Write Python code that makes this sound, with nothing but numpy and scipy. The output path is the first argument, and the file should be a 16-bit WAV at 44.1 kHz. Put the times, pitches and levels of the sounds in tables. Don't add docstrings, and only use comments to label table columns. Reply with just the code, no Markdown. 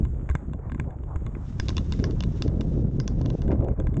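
import sys
import numpy as np
from scipy import signal
from scipy.fft import rfft, irfft
from scipy.io import wavfile
from scipy.ndimage import uniform_filter1d

SR = 44100
rng = np.random.default_rng(int(sys.argv[2]) if len(sys.argv) > 2 else 0)


def int16_out(signal):
    q = np.round(np.clip(np.atleast_2d(signal).T, -1, 1) * 32767)
    wavfile.write(sys.argv[1], SR, q.astype(np.int16))


N = 176400
T = np.arange(N) / SR


def amp(db):
    return 10 ** (np.asarray(db) / 20)


def unit(x):
    return x / np.sqrt(np.mean(x ** 2) + 1e-20)


def add(mix, start, sound):
    part = mix[max(0, round(start * SR)):][:len(sound)]
    part += sound[:len(part)]


def level(table, column=1):
    rows = np.array(table)
    return amp(np.interp(T, rows[:, 0], rows[:, column]))


def colour(x, spectrum):
    hz, db = np.transpose(spectrum)
    f = np.fft.rfftfreq(len(x), 1 / SR)
    return unit(irfft(rfft(x) * amp(np.interp(np.log(f + 1), np.log(hz), db)), len(x)))


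def split(x, edges_hz, order):
    f = np.fft.rfftfreq(len(x), 1 / SR)
    lowpasses = 1 / (1 + (f / np.array(edges_hz)[:, None]) ** order)
    bands = irfft(rfft(x) * np.diff(lowpasses, axis=0), len(x))
    return bands / np.linalg.norm(bands, axis=1, keepdims=True)


def wander(rate_hz):
    f = np.fft.rfftfreq(N, 1 / SR)
    return unit(irfft(rfft(rng.standard_normal(N)) * np.exp(-(f / rate_hz) ** 2), N))


def ring(t, hz, t60):
    return np.sin(2 * np.pi * hz * t) * np.exp(-np.log(1000) * t / t60)


# frequency in Hz, relative spectral density in dB.
AIR_SPECTRUM = [(200, -4.5), (500, 4.5), (1000, 0), (1600, -10), (2300, -19.5), (3400, -52), (4500, -54)]

def air(db):
    return amp(db) * colour(rng.standard_normal(N) * amp(3.2 * wander(rate_hz=17)), AIR_SPECTRUM)


# time in seconds, level in dB.
FIZZ_LEVEL = [(0, -65.5), (.2, -71), (.35, -67.5), (.62, -78.5), (.76, -72), (.98, -76.5), (1.2, -69.5),
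              (1.9, -70), (2.9, -82), (3.3, -88), (3.7, -81), (4, -73)]
# frequency in Hz, relative spectral density in dB.
FIZZ_SPECTRUM = [(1500, 2.5), (3600, -8.5), (4200, -26), (5000, -28), (5900, -17.5), (6800, -1.5),
                 (7800, -6.5), (9200, -15)]

def sliding_fizz():
    return level(FIZZ_LEVEL) * colour(rng.standard_normal(N), FIZZ_SPECTRUM)


# frequency in Hz, relative spectral density in dB.
CRUNCH_SPECTRUM = [(400, -12), (1000, 4.5), (1350, 9), (1650, -1), (2200, -5.5), (2800, -12.5), (3600, -19),
                   (4400, -46), (7200, -27), (9000, -43)]

def crunch(db, grains_per_s, size_db):
    breaks = rng.random(N) < grains_per_s / SR
    sizes = amp(size_db * np.minimum(rng.exponential(1, N), 3))
    return amp(db) * colour(breaks * sizes, CRUNCH_SPECTRUM)


# time in seconds, level in dB.
HISS_LEVEL = [(0, -95), (.6, -106), (1.35, -81), (1.47, -64.5), (1.55, -65), (1.68, -55.5), (1.85, -62),
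              (1.97, -55.5), (2.16, -65.5), (2.3, -62.5), (2.42, -58), (2.52, -68), (2.68, -66),
              (2.77, -62.5), (2.86, -72), (2.96, -71.5), (3.03, -67), (3.38, -62.5), (3.55, -78.5),
              (3.75, -102), (4, -94)]
# frequency in Hz, relative spectral density in dB.
HISS_SPECTRUM = [(500, -8), (1100, 3), (1700, 0.5), (2400, -3.5), (2850, 0), (3300, -2.5), (3700, 0.5),
                 (4200, -7), (5500, -2.5), (6700, -4.5), (7600, -12.5), (9000, -36)]

def ski_hiss():
    noise = rng.standard_normal(N)
    grain = amp(wander(rate_hz=150) + 2.1 * wander(rate_hz=30))
    return level(HISS_LEVEL) * colour(noise * grain, HISS_SPECTRUM)


# start and length in seconds, level in dB, centre in Hz, grit in dB relative to the scuff.
EDGE_SCUFFS = [(0.525, 0.095, -46, 443, -42), (0.841, 0.12, -48.5, 630, -24), (1.072, 0.091, -47, 765, -34),
               (1.989, 0.18, -34.5, 312, -46), (2.52, 0.13, -41, 423, -42), (2.625, 0.064, -47, 402, -38),
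               (2.71, 0.21, -41, 365, -43.5), (3.482, 0.069, -36.5, 557, -18),
               (3.587, 0.11, -38.5, 528, -19.5), (3.761, 0.13, -47.5, 370, -17)]

def scuffs(grain_db, width_octaves):
    out = np.zeros(N)
    grain = amp(grain_db * wander(rate_hz=340))
    octave = np.log2(np.fft.rfftfreq(N, 1 / SR) + 1)
    grit = crunch(db=0, grains_per_s=230, size_db=6)
    for start, length, db, hz, grit_db in EDGE_SCUFFS:
        band = np.exp(-.5 * ((octave - np.log2(hz)) / width_octaves) ** 2)
        swell = np.sqrt(abs(np.sin(np.pi * np.clip((T - start) / length, 0, 1))))
        friction = unit(irfft(rfft(rng.standard_normal(N) * grain) * band, N))
        out += amp(db) * swell * (friction + amp(grit_db) * grit)
    return out


def turbulence(spectrum, eddies, lumpy_db, even_s):
    noise = colour(rng.standard_normal(N) * amp(lumpy_db * eddies), spectrum)
    window = int(even_s * SR)
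    power = uniform_filter1d(uniform_filter1d(noise ** 2, window), window)
    return noise / np.sqrt(abs(power) + 1e-6)


# time in seconds, then relative levels of rumble, buffet and flutter in dB.
WIND_LEVELS = [(0, -38.5, -33.5, -32), (0.04, -33.5, -32, -49), (0.12, -27, -40.5, -43.5),
               (0.22, -31.5, -41.5, -41.5), (0.42, -38.5, -41, -48), (0.52, -32, -36.5, -46),
               (0.62, -32, -41.5, -56), (0.75, -31.5, -33, -46), (0.87, -30.5, -40, -42),
               (0.95, -33.5, -40, -45.5), (1.08, -32, -47, -45), (1.25, -30, -37, -42),
               (1.4, -34, -40.5, -50), (1.53, -33, -36.5, -57), (1.65, -28, -36, -45.5),
               (1.8, -28.5, -30.5, -38.5), (1.88, -24.5, -29.5, -42), (1.96, -29, -30.5, -42.5),
               (2.03, -26, -27.5, -30.5), (2.1, -28.5, -30.5, -47), (2.17, -26, -35, -53),
               (2.28, -30, -28.5, -38.5), (2.38, -30, -36, -46.5), (2.46, -27.5, -29.5, -35.5),
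               (2.56, -27, -28.5, -36.5), (2.68, -27, -30, -39), (2.8, -26, -27.5, -32.5),
               (2.92, -28.5, -32, -42.5), (2.99, -29.5, -26.5, -34.5), (3.05, -30, -33, -41),
               (3.15, -24.5, -29.5, -36.5), (3.28, -26.5, -28, -31), (3.39, -27.5, -31.5, -36),
               (3.45, -24.5, -32.5, -37), (3.51, -22.5, -27, -23.5), (3.58, -27, -28.5, -34),
               (3.69, -28.5, -30.5, -25), (3.75, -27, -33.5, -41), (3.8, -25.5, -32.5, -29.5),
               (3.91, -24, -42, -42), (4.0, -35.5, -19.5, -31)]
# frequency in Hz, relative spectral density in dB.
RUMBLE_SPECTRUM = [(10, -30.5), (24, -9), (42, -1), (66, 0.5), (105, -4.5), (150, -13.5), (300, -78.5)]
BUFFET_SPECTRUM = [(50, -49), (95, -15.5), (125, 2.5), (190, -2.5), (270, -7.5), (380, -16.5), (800, -74)]
FLUTTER_SPECTRUM = [(130, -39.5), (250, -5.5), (330, 1.5), (480, -4.5), (700, -14), (1000, -32),
                    (1500, -51), (2500, -52), (5000, -75)]
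# centre time and half-width in seconds, gain at the centre in dB.
WIND_LULLS = [(.262, 0.01, 0), (.33, 0.011, -8), (.41, 0.022, -1.5), (.625, 0.024, -7.5),
              (0.77, 0.012, -3.5), (.94, 0.014, -12), (1.11, 0.03, -2.5), (1.192, 0.008, -9),
              (1.301, 0.013, -1.5), (1.495, 0.011, -5.5), (1.58, 0.0072, -7), (1.855, 0.03, -8),
              (2.335, 0.0094, -1.5), (2.91, 0.007, -10), (3.05, 0.0095, -3.5), (3.372, 0.012, -15.5),
              (3.75, 0.02, -8.5)]
# centre time in seconds, relative level in dB, half-width in seconds.
EDDY_POPS = [(.009, -12.5, 0.0012), (0.231, -21.5, 0.0011), (0.485, -19, 0.0019), (.516, -21, 0.0011),
             (0.877, -17.5, 0.0018), (1.369, -19.5, 0.00089), (2.0003, -9, 0.0011), (2.277, -11, 0.0019),
             (2.463, -9, 0.00081), (2.485, -13, 0.002), (2.551, -13, 0.0014), (2.853, -11, 0.0014),
             (3.212, -18.5, 0.00052), (3.352, -10.5, 0.00067), (3.479, -12, 0.0015), (3.508, -11, 0.0008),
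             (3.602, -9.5, 0.002), (3.715, -11.5, 0.002), (3.892, -12, 0.0015)]

def wind():
    eddies = wander(rate_hz=42.5)
    rumble = level(WIND_LEVELS, 1) * turbulence(RUMBLE_SPECTRUM, eddies, lumpy_db=6.5, even_s=0.017)
    buffet = level(WIND_LEVELS, 2) * turbulence(BUFFET_SPECTRUM, eddies, lumpy_db=3.5, even_s=0.045)
    flutter = level(WIND_LEVELS, 3) * turbulence(FLUTTER_SPECTRUM, eddies, lumpy_db=5, even_s=0.055)
    out = amp(1.5) * rumble + amp(0.5) * buffet + amp(-3.5) * flutter
    for centre, width, db in WIND_LULLS:
        out *= amp(db * np.exp(-((T - centre) / width) ** 2))
    for centre, db, width in EDDY_POPS:
        u = (T - centre) / width
        out += amp(db) * (np.exp(-u ** 2) - np.exp(-(u / 4) ** 2) / 4)
    return out


# start in seconds, level in dB, frequency in Hz, 60 dB decay time in seconds.
METAL_CLINKS = [(1.599, -43, 5000, .072), (1.599, -28, 4800, .008), (1.692, -51, 6500, .072),
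                (1.692, -39, 3760, .04), (1.781, -51, 6460, .072), (1.781, -38, 3810, .04),
                (1.923, -35, 3780, .028), (2.041, -46, 5000, .072), (2.041, -48, 5700, .072),
                (2.2062, -24, 3100, .009), (2.237, -44, 3780, .04), (2.423, -48, 5000, .072),
                (2.6095, -40, 3680, .018), (3.0, -28, 4750, .007), (3.0, -49, 4950, .11),
                (3.0, -55, 5550, .11), (3.078, -21.5, 5750, .006), (3.3023, -41, 3900, .02)]

def clinks(rattle_depth, rise_s):
    out, t = np.zeros(N), np.arange(SR // 4) / SR
    for start, db, hz, t60 in METAL_CLINKS:
        rattle = 1 + rattle_depth * np.tanh(t / .005) * wander(rate_hz=260)[:len(t)]
        add(out, start, amp(db) * np.tanh(t / rise_s) ** 2 * rattle * ring(t, hz, t60))
    return out


CONTACT_S = 0.00027
# start in seconds, level in dB, frequency in Hz, 60 dB decay time in seconds.
MOUNT_THUMPS = [(0.029, -11, 62.3, 0.12), (0.3, -12, 68, 0.21), (0.3516, -9.5, 141, 0.03),
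                (0.351, -21, 265, 0.024), (.657, -28.5, 330, 0.011), (0.7973, -11.5, 115, 0.036),
                (1.161, -13.5, 67, 0.087), (1.5983, -4, 63, 0.017), (1.6925, -28, 74.6, 0.07),
                (1.6923, -21.5, 287, 0.026), (1.7793, -18.5, 76.5, 0.25), (1.9228, -12, 65, 0.063),
                (2.2073, -30, 77.5, 0.038), (3.0001, -11.5, 110, 0.025), (3.082, -33, 99, 0.031),
                (3.8696, -14.5, 71, 0.077)]

def thumps():
    out, t = np.zeros(N), np.arange(SR // 4) / SR
    for start, db, hz, t60 in MOUNT_THUMPS:
        add(out, start, -amp(db) * np.tanh(t / CONTACT_S) * ring(t, hz, t60))
    return out


BAND_EDGES_HZ = [450, 1380, 2450, 4150, 6400, 8000]
# start in seconds, then relative levels in dB of the hollow, body, clack, edge and tick bands.
KNOCKS_AND_GRAINS = [(0.0514, -43, -49, -55.5, -83.5, -61), (0.291, -37, -39, -54, -67, -63),
                     (0.299, -35, -41, -58, -71, -52), (0.312, -50, -43, -61, -77, -60),
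                     (0.3525, -30.5, -31, -48, -57.5, -49), (0.5342, -42, -50, -55, -83, -61),
                     (0.658, -45.5, -77, -96, -100, -95), (0.6975, -41, -51, -61.5, -86, -77),
                     (0.7193, -42, -41.5, -55.5, -68, -63), (0.7471, -43, -45.5, -62, -88, -61.5),
                     (0.7986, -36.5, -33, -48, -62.5, -52), (0.9064, -76, -52.5, -67, -100, -70),
                     (1.036, -49, -60, -64, -103, -75), (1.1595, -38.5, -46.5, -59.5, -88, -57.5),
                     (1.265, -41, -47, -52.5, -75.5, -58), (1.3508, -48, -45.5, -65, -83, -77.5),
                     (1.5986, -34.5, -30, -36.5, -34.5, -53), (1.6842, -44.5, -42, -33.5, -36.5, -53),
                     (1.6917, -34.5, -46, -37.5, -36.5, -60), (1.7032, -41, -42.5, -60, -50, -62),
                     (1.7684, -40.5, -50, -33.5, -36, -56), (1.7802, -34.5, -41.5, -31, -40.5, -54),
                     (1.9228, -39, -45, -37.5, -38.5, -51.5), (1.936, -66, -46.5, -56, -53, -61),
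                     (1.9921, -48, -51, -64, -55, -78), (1.9984, -51, -49.5, -52.5, -56, -68.5),
                     (2.041, -36, -32.5, -40.5, -34, -68.5), (2.051, -50, -55, -61, -57, -70),
                     (2.1091, -50.5, -55.5, -51, -50.5, -64.5), (2.206, -37, -46.5, -38, -39.5, -55),
                     (2.2254, -46, -54, -44.5, -51, -72), (2.2368, -41, -43, -42, -46, -57),
                     (2.422, -35, -42, -32.5, -32.5, -52), (2.4796, -49, -48.5, -52, -50, -76),
                     (2.6095, -67, -46, -42.5, -48.5, -56), (2.614, -42.5, -50, -56, -54, -68),
                     (3.0007, -39, -40.5, -46, -40.5, -63), (3.078, -40, -43, -40, -38, -55),
                     (3.2142, -44, -53, -54.5, -52.5, -66), (3.256, -53, -54, -58, -56, -79),
                     (3.26, -40.5, -49, -45, -49, -67), (3.3018, -41.5, -50, -45, -51.5, -69),
                     (3.419, -46, -51.5, -49.5, -52.5, -66), (3.48, -50, -47, -57, -75.5, -64),
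                     (3.507, -58, -44.5, -62, -68, -84), (3.516, -34.5, -45, -55, -59.5, -71),
                     (3.5265, -49, -51, -59, -67, -86.5), (3.555, -46, -56.5, -78, -82, -80),
                     (3.607, -50, -61, -67.5, -83, -72), (3.6232, -42.5, -58, -69.5, -84.5, -83),
                     (3.6449, -68.5, -57, -60, -69, -66), (3.685, -39, -48.5, -63, -78.5, -65),
                     (3.707, -59, -60, -78, -89, -83), (3.8, -41, -46.5, -52, -69, -56),
                     (3.8698, -40.5, -41, -56.5, -67, -67), (3.942, -46, -53, -59, -88, -66),
                     (3.9687, -42, -48, -55.5, -72, -53)]
# frequency in Hz, relative level in dB, 60 dB decay time in seconds.
RESONANCES = [(600, 11.5, 0.0078), (1044, 6.5, 0.038), (1210, 12, 0.0051), (1570, 14, 0.018),
              (1660, 5, 0.013), (2067, 7, 0.025), (2823, 19.5, 0.014), (3530, 0, 0.01), (3473, 15.5, 0.024),
              (4600, 9.5, 0.0069), (4800, 4, 0.0013), (5100, 5.5, 0.0059), (6500, 2, 0.0072),
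              (7060, -9.5, 0.0032)]

def knocks_and_grains(gain_db, detune, spread_db, damping_db):
    lead_s, energy_s = .005, .005
    out, t = np.zeros(N), np.maximum(np.arange(SR // 8) / SR - lead_s, 0)
    hz, db, t60 = np.transpose(RESONANCES)
    contact = np.sin(np.pi / 2 * np.minimum(t / CONTACT_S, 1)) ** 2
    crack = amp(26.5 - 60 * t / 0.0066)
    crumble = amp(-4.5 - 60 * t / 0.18)
    for start, *bands_db in KNOCKS_AND_GRAINS:
        tune, spread, damping = rng.standard_normal((3, len(hz)))
        pitch = hz * (1 + detune * tune)
        decay = t60 * amp(damping_db * damping)
        clack = amp(db + spread_db * spread) @ ring(t, pitch[:, None], decay[:, None])
        blow = contact * (clack + (crack + crumble) * rng.standard_normal(len(t)))
        add(out, start - lead_s, amp(bands_db) @ split(blow, BAND_EDGES_HZ, order=32))
    return amp(gain_db) * np.sqrt(energy_s * SR) * out


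def scene():
    impacts = knocks_and_grains(gain_db=-1.92, detune=.016, spread_db=1.8, damping_db=2)
    impacts += thumps() + clinks(rattle_depth=.6, rise_s=.0005)
    snow = scuffs(grain_db=3, width_octaves=0.48) + ski_hiss()
    snow += crunch(db=-71.5, grains_per_s=12, size_db=-3.5)
    return (impacts + snow + air(db=-56.5) + sliding_fizz() + wind())[None]


def record(dry):
    lowpass = signal.firwin(121, 8800, window=("kaiser", 7), fs=SR)
    return signal.oaconvolve(dry, lowpass[None], "same")


dry = scene()
out = record(dry)
int16_out(out)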